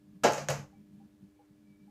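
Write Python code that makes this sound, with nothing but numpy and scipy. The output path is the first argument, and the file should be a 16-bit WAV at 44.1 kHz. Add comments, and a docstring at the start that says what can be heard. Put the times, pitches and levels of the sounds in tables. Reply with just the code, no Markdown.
"""A full aluminium pot on a gas stove clangs under four knocks of metal tongs, two of them lighter.
Each knock mixes noisy clatter, dying tones, a low thud and a boom of the stove top.
The tongs clink in bright ticks of noise, with ringing blades and a short tiled-kitchen tail.
Behind them: soft blips made of sine tones and rustle, a faint mains hum, a wavering low drone,
a thin whine and room noise."""
import sys
import numpy as np
from scipy import signal
from scipy.fft import rfft, irfft
from scipy.io import wavfile
from scipy.ndimage import uniform_filter1d

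SR = 44100
rng = np.random.default_rng(int(sys.argv[2]) if len(sys.argv) > 2 else 0)


def inscribe(sig):
    """Save sig as 16-bit PCM at rate SR to the path in sys.argv[1].

    A 1-D sig is mono; a 2-D sig holds one channel per row.
    Samples are clipped to [-1, 1] before scaling.
    """
    pcm = np.round(np.clip(np.atleast_2d(sig).T, -1, 1) * 32767)
    wavfile.write(sys.argv[1], SR, pcm.astype(np.int16))


N = 83790
T = np.arange(N) / SR  # time in seconds

# A t60 is the time a sound takes to fall by 60 dB.
# Levels in the tables apply before the attacks, the decays and the expander in record().


def amp(db):
    """Turns decibels into a gain."""
    return 10 ** (np.asarray(db) / 20)


def unit(x):
    """Scales a sound to an rms of 1."""
    return x / np.sqrt(np.mean(x ** 2) + 1e-20)


def read(points, hz):
    """Reads a table at any frequency, joining its points on a log-frequency axis."""
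    point_hz, value = np.transpose(points)
    return np.interp(np.log(hz + 1), np.log(point_hz + 1), value)


def level_curve(points):
    """Joins (time, dB) points with straight lines, giving a level in dB at every moment."""
    return np.interp(T, *np.transpose(points))


def add(mix, start_s, sound):
    """Mixes a sound in at its start time, cutting it off at the end of the scene."""
    part = mix[max(round(start_s * SR), 0):][:len(sound)]
    part += sound[:len(part)]


def fade(t60_s, t=T):
    """Exponential decay, as in a struck object losing its energy."""
    return np.exp(-np.log(1000) * t / t60_s)


def rise(rise_s):
    """Straight-line attack from 0 to 1."""
    return np.minimum(T / max(rise_s, 1 / SR), 1)


TOP_FROM_HZ, TOP_FULL_HZ = 7500, 11000  # the treble lift begins, and is complete


def noise(colour, top_db=0):
    """Noise with random phases and a given colour; top_db raises or lowers its treble."""
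    hz = np.fft.rfftfreq(N, 1 / SR)
    spectrum = np.exp(2j * np.pi * rng.random(len(hz))) * amp(read(colour, hz))
    lift = amp(read([(TOP_FROM_HZ, 0), (TOP_FULL_HZ, top_db)], hz))
    # level is set before the lift, so the lift leaves the lower range alone
    return irfft(spectrum * lift, N) / np.std(irfft(spectrum, N))


def drift(rate_hz):
    """Slow random movement of rms 1: noise with its fast changes smoothed away."""
    hz = np.fft.rfftfreq(N, 1 / SR)
    smooth = np.exp(-(hz / rate_hz) ** 2)
    return unit(irfft(rfft(rng.standard_normal(N)) * smooth, N))


def ring(modes, top_db=0):
    """Metal vibrates in several modes at once: each is a sine that dies at its own speed."""
    out = np.zeros(N)
    for pitch_hz, level_db, t60_s in modes:
        gain = amp(level_db + top_db * (pitch_hz > TOP_FULL_HZ))
        out += gain * fade(t60_s) * np.sin(2 * np.pi * (pitch_hz * T + rng.random()))
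    return out


def wavering(levels, pitch_hz, wander_hz, rough):
    """A tone unsteady in pitch (rms wander_hz) and strength (rms rough), on a level curve."""
    turns = np.cumsum(pitch_hz + wander_hz * drift(39)) / SR
    tone = np.sin(2 * np.pi * turns) * (1 + rough * drift(40))
    return amp(level_curve(levels)) * unit(tone)


# knocks on the pot: start_s, clatter_db, clatter_rise_s, ring_db, boom_db, thud_db, thump_hz, thump_db
KNOCK_TABLE = [(0.2354, -23, 0.016, -21.5, -42, -27, 768.3, -23.5),
               (.377, -40.5, 0.0023, -53.5, -43.5, -58, 555, -35),
               (0.4863, -34, 0.0032, -43.5, -34, -57, 563.3, -27),
               (.5055, -44.5, .002, -46, -60.5, -57, 567, -36.5)]
# ringing modes of the pot: pitch_hz, level_db (relative), t60_s
POT_MODES = [(382, -7, .24), (456, -1, .3), (488, -4, .28), (524, -6, .4), (587, -2, .28), (623, -2, .3),
             (698, 2, .28), (813, -3, .26), (829, -1, .34), (863, -6, .38), (1029, -8, .32), (1352, -9, .3),
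             (1478, -12, .3), (1641, -9, .3), (2676, -18, .28), (3911, -17, .3)]
RING_RISE_S = 0.0111


def pot():
    """Each knock swells into a dense clatter, rings the pot's modes and shakes the stove."""
    out = np.zeros(N)
    for start_s, clatter_db, rise_s, ring_db, boom_db, thud_db, thump_hz, thump_db in KNOCK_TABLE:
        add(out, start_s, clatter(clatter_db, rise_s))
        add(out, start_s, amp(thump_db) * thump(thump_hz))
        add(out, start_s, amp(ring_db) * ring(POT_MODES) * rise(RING_RISE_S))
        add(out, start_s, amp(boom_db) * boom())
        add(out, start_s, amp(thud_db) * thud())
    return out


# colour of the dense clatter of pot and grate: pitch_hz, level_db (per Hz, relative)
CLATTER_COLOUR = [(60, -44), (200, -15), (340, -18), (540, -1.5), (740, -9.5), (830, -3.5), (960, -9.5),
                  (1600, -11.5), (2050, -14), (3050, -16), (3400, -25), (5000, -17.5), (6700, -23),
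                  (9200, -42.5), (13500, -41.5), (15000, -49.5)]


def clatter(level_db, rise_s):
    """Many small metal contacts blur into noise that starts partly up and swells."""
    swell = 0.28 + 0.83 * rise(rise_s)
    return amp(level_db) * die_away(noise(CLATTER_COLOUR)) * swell


# decay of sound in the kitchen: pitch_hz, t60_s
KITCHEN_DECAY = [(100, 0.45), (600, 0.38), (1200, 0.37), (2500, 0.34), (6500, 0.32), (10000, 0.33),
                 (15000, .33)]


def die_away(x):
    """Lets each frequency band decay at the speed it has in the kitchen."""
    hz, t, bands = signal.stft(x, SR, nperseg=256)
    band_t60_s = read(KITCHEN_DECAY, hz)[:, None]
    return signal.istft(bands * fade(band_t60_s, t), SR)[1][:N]


THUMP_WIDTH_HZ, THUMP_T60_S, THUMP_RISE_S = 120, 0.14, 0.0073


def thump(pitch_hz):
    """A brief band of noise around a pitch that depends on the spot struck."""
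    # two slow drifts on a sine and a cosine spread the tone into a narrow band
    sine_part = drift(THUMP_WIDTH_HZ) * np.sin(2 * np.pi * pitch_hz * T)
    cosine_part = drift(THUMP_WIDTH_HZ) * np.cos(2 * np.pi * pitch_hz * T)
    return unit(sine_part + cosine_part) * fade(THUMP_T60_S) * rise(THUMP_RISE_S)


# colour of the stove's rumble under the boom: pitch_hz, level_db (per Hz, relative)
RUMBLE_COLOUR = [(20, -16), (55, -7), (110, 3), (170, -5), (300, -34.5), (1000, -70)]
RUMBLE_DB, RUMBLE_T60_S = -11.5, .85  # level relative to the boom's tone
BOOM_HZ, BOOM_WANDER_HZ, BOOM_ROUGH = 143.55, 2, .15
BOOM_RISE_S, BOOM_T60_S = .014, .9
BOOM_HOLD_S, BOOM_STOP_T60_S = .145, .17  # after the hold, this extra decay sets in


def boom():
    """The heavy pot shakes on the stove top for a moment, then settles."""
    shake = wavering([(0, 0.0083)], BOOM_HZ, BOOM_WANDER_HZ, BOOM_ROUGH) * fade(BOOM_T60_S)
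    settle = fade(BOOM_STOP_T60_S, np.maximum(T - BOOM_HOLD_S, 0))
    rumble = amp(RUMBLE_DB) * noise(RUMBLE_COLOUR) * fade(RUMBLE_T60_S)
    return rise(BOOM_RISE_S) * (shake * settle + rumble)


# colour of the grate's low thud: pitch_hz, level_db (per Hz, relative)
THUD_COLOUR = [(25, -50.5), (65, -28.5), (110, -6.5), (180, -5), (240, -1), (380, -0.5), (700, -25),
               (2000, -50.5)]
THUD_T60_S, THUD_RISE_S = 0.31, 0.0033


def thud():
    """The grate gives a low thud: dark noise with a quick attack and a short decay."""
    return noise(THUD_COLOUR) * fade(THUD_T60_S) * rise(THUD_RISE_S)


# clinks of the tongs: start_s, level_db, treble_lift_db, tick_t60_s, room_db (relative to the tick)
CLINK_TABLE = [(0.2366, -32.5, 1, 0.062, -7.5), (0.2401, -29, -0.5, 0.077, -9.5),
               (0.3223, -40.5, 8, 0.025, -13), (.334, -34.5, 1.5, 0.025, -8.5), (0.346, -43, -2, .03, -5.5),
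               (0.379, -42.5, -3, .035, -8), (0.3841, -49, 6, 0.022, -9),
               (0.4864, -25.5, -11, 0.014, -11.5), (0.493, -42, 1.5, 0.034, -8.5),
               (.5008, -36, 11, 0.055, -13)]
# colour of the tongs: pitch_hz, level_db (per Hz, relative)
TONGS_COLOUR = [(300, -25.5), (1200, 1), (2700, -3.5), (3600, -8.5), (5000, -8.5), (6500, 4), (7800, -5.5),
                (9300, -15.5), (11300, -16), (13000, -19.5), (14200, -22), (15500, -37)]
# ringing modes of the tongs' blades: pitch_hz, level_db (relative), t60_s
BLADE_MODES = [(1938, -14, .33), (2730, -18, .28), (5870, -18, .3), (5995, -18, .3), (6400, -17, .33),
               (6768, -15, .34), (12850, -32, .32)]
BLADES_DB = 3  # blades against the room tail


def tongs():
    """Each contact is a short bright tick, the ring of the blades and a tail from the room."""
    out = np.zeros(N)
    for start_s, level_db, top_db, tick_t60_s, room_db in CLINK_TABLE:
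        tick = noise(TONGS_COLOUR, top_db) * fade(tick_t60_s)
        tail = die_away(noise(TONGS_COLOUR, top_db))
        blades = amp(BLADES_DB) * ring(BLADE_MODES, top_db)
        add(out, start_s, amp(level_db) * (tick + amp(room_db) * (tail + blades)))
    return out


# soft blips: start_s, level_db, low_partial_db (relative), rustle_db (relative)
BLIP_TABLE = [(.728, -58, -28, -28), (1.0, -59, -20.5, -12.5), (1.391, -57, -3, -11),
              (1.877, -62, -22, -22)]
# colour of the rustle with each blip: pitch_hz, level_db (per Hz, relative)
RUSTLE_COLOUR = [(200, -19), (480, -6), (1100, -3), (2000, -15), (5000, -29)]
RUSTLE_RISE_S, RUSTLE_T60_S = 0.046, 0.56
BLIP_HZ, BLIP_WANDER_HZ, BLIP_LOW_HZ = 810, 18, 491.6
BLIP_RISE_S, BLIP_HOLD_S, BLIP_T60_S = .002, .018, .1


def blips():
    """Soft, short, hollow notes of two sine partials, each trailed by a faint rustle."""
    out = np.zeros(N)
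    shape = rise(BLIP_RISE_S) * fade(BLIP_T60_S, np.maximum(T - BLIP_HOLD_S, 0))
    for start_s, level_db, low_db, rustle_db in BLIP_TABLE:
        note = np.sin(2 * np.pi * np.cumsum(BLIP_HZ + BLIP_WANDER_HZ * drift(77)) / SR)
        low = amp(low_db) * np.sin(2 * np.pi * BLIP_LOW_HZ * T)
        rustle = amp(rustle_db) * noise(RUSTLE_COLOUR) * rise(RUSTLE_RISE_S) * fade(RUSTLE_T60_S)
        add(out, start_s, amp(level_db) * (shape * (note + low) + rustle))
    return out


# level of the low drone over time: time_s, level_db
DRONE_LEVELS = [(0, -65.5), (.14, -49.5), (.19, -55), (.6, -53.5), (.72, -61.5), (.8, -49.5), (.875, -60),
                (.97, -49), (1.01, -54), (1.055, -51), (1.095, -69.5), (1.145, -55), (1.19, -70.5),
                (1.232, -47), (1.34, -76), (1.47, -83), (1.512, -54.5), (1.57, -64), (1.71, -53),
                (1.77, -64), (1.835, -52.5), (1.9, -55)]
# colour of the noise around the drone: pitch_hz, level_db (per Hz, relative)
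SKIRT_COLOUR = [(30, -26), (90, -4.5), (150, 9), (210, 3), (290, -4.5), (380, -23.5), (1000, -53)]
SKIRT_DB = -6  # relative to the drone
DRONE_HZ, DRONE_WANDER_HZ, DRONE_ROUGH = 205.1, 9, 0.12


def drone():
    """A low tone wavers in pitch and strength, and a skirt of noise follows its level."""
    tone = wavering(DRONE_LEVELS, DRONE_HZ, DRONE_WANDER_HZ, DRONE_ROUGH)
    skirt = amp(SKIRT_DB + level_curve(DRONE_LEVELS)) * noise(SKIRT_COLOUR)
    return tone + skirt


# steady partials of the mains hum: pitch_hz, level_db
HUM_PARTIALS = [(300, -60.5), (400, -73.5), (500, -83.5), (600, -79), (1700, -87.5)]


def hum():
    """Mains hum: steady sines, each with a random starting phase."""
    out = np.zeros(N)
    for pitch_hz, level_db in HUM_PARTIALS:
        out += amp(level_db) * unit(np.sin(2 * np.pi * (pitch_hz * T + rng.random())))
    return out


# level of the thin whine over time: time_s, level_db
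WHINE_LEVELS = [(0, -94), (.7, -93), (.755, -75), (.81, -78), (.88, -94), (1.3, -94), (1.37, -80),
                (1.44, -94), (1.61, -93), (1.685, -73), (1.73, -71), (1.78, -80), (1.81, -76), (1.9, -88)]


def whine():
    """A thin high tone, unsteady in pitch and strength, comes and goes."""
    return wavering(WHINE_LEVELS, pitch_hz=2303, wander_hz=20, rough=.45)


# colour of the room noise: pitch_hz, level_db (per Hz, relative)
AIR_COLOUR = [(15, -24), (35, -8), (62, 3.5), (120, 1), (220, -14), (340, -2), (480, -12.5), (750, -14.5),
              (1500, -19.5), (3000, -22), (7000, -26.5), (15000, -30)]
AIR_DB = -67


def room_noise():
    """Steady, mostly low noise fills the room."""
    return amp(AIR_DB) * noise(AIR_COLOUR)


def scene():
    """Pot and tongs over the kitchen's background, as one channel."""
    background = blips() + drone() + hum() + whine() + room_noise()
    return (pot() + tongs() + background)[None]


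GATE_DB, GATE_RANGE_DB = -41.5, 4.5  # quieter sound is lowered, by this much at most
GATE_SLOPE = 0.39  # dB of lowering for each dB below GATE_DB
EDGE_HZ = 15600  # upper band limit


def record(dry):
    """A mild expander holds loud sound up and lets quiet tails drop; then the band limit."""
    power = abs(uniform_filter1d(dry[0] ** 2, size=1100))  # averaged over 25 ms
    power_db = 10 * np.log10(power + 1e-12)
    gain_db = np.clip((power_db - GATE_DB) * GATE_SLOPE, -GATE_RANGE_DB, 0)
    out = dry * amp(gain_db)
    low_pass = signal.firwin(511, EDGE_HZ, window=("kaiser", 9), fs=SR)
    return signal.oaconvolve(out, low_pass[None], "same")


dry = scene()
out = record(dry)
inscribe(out)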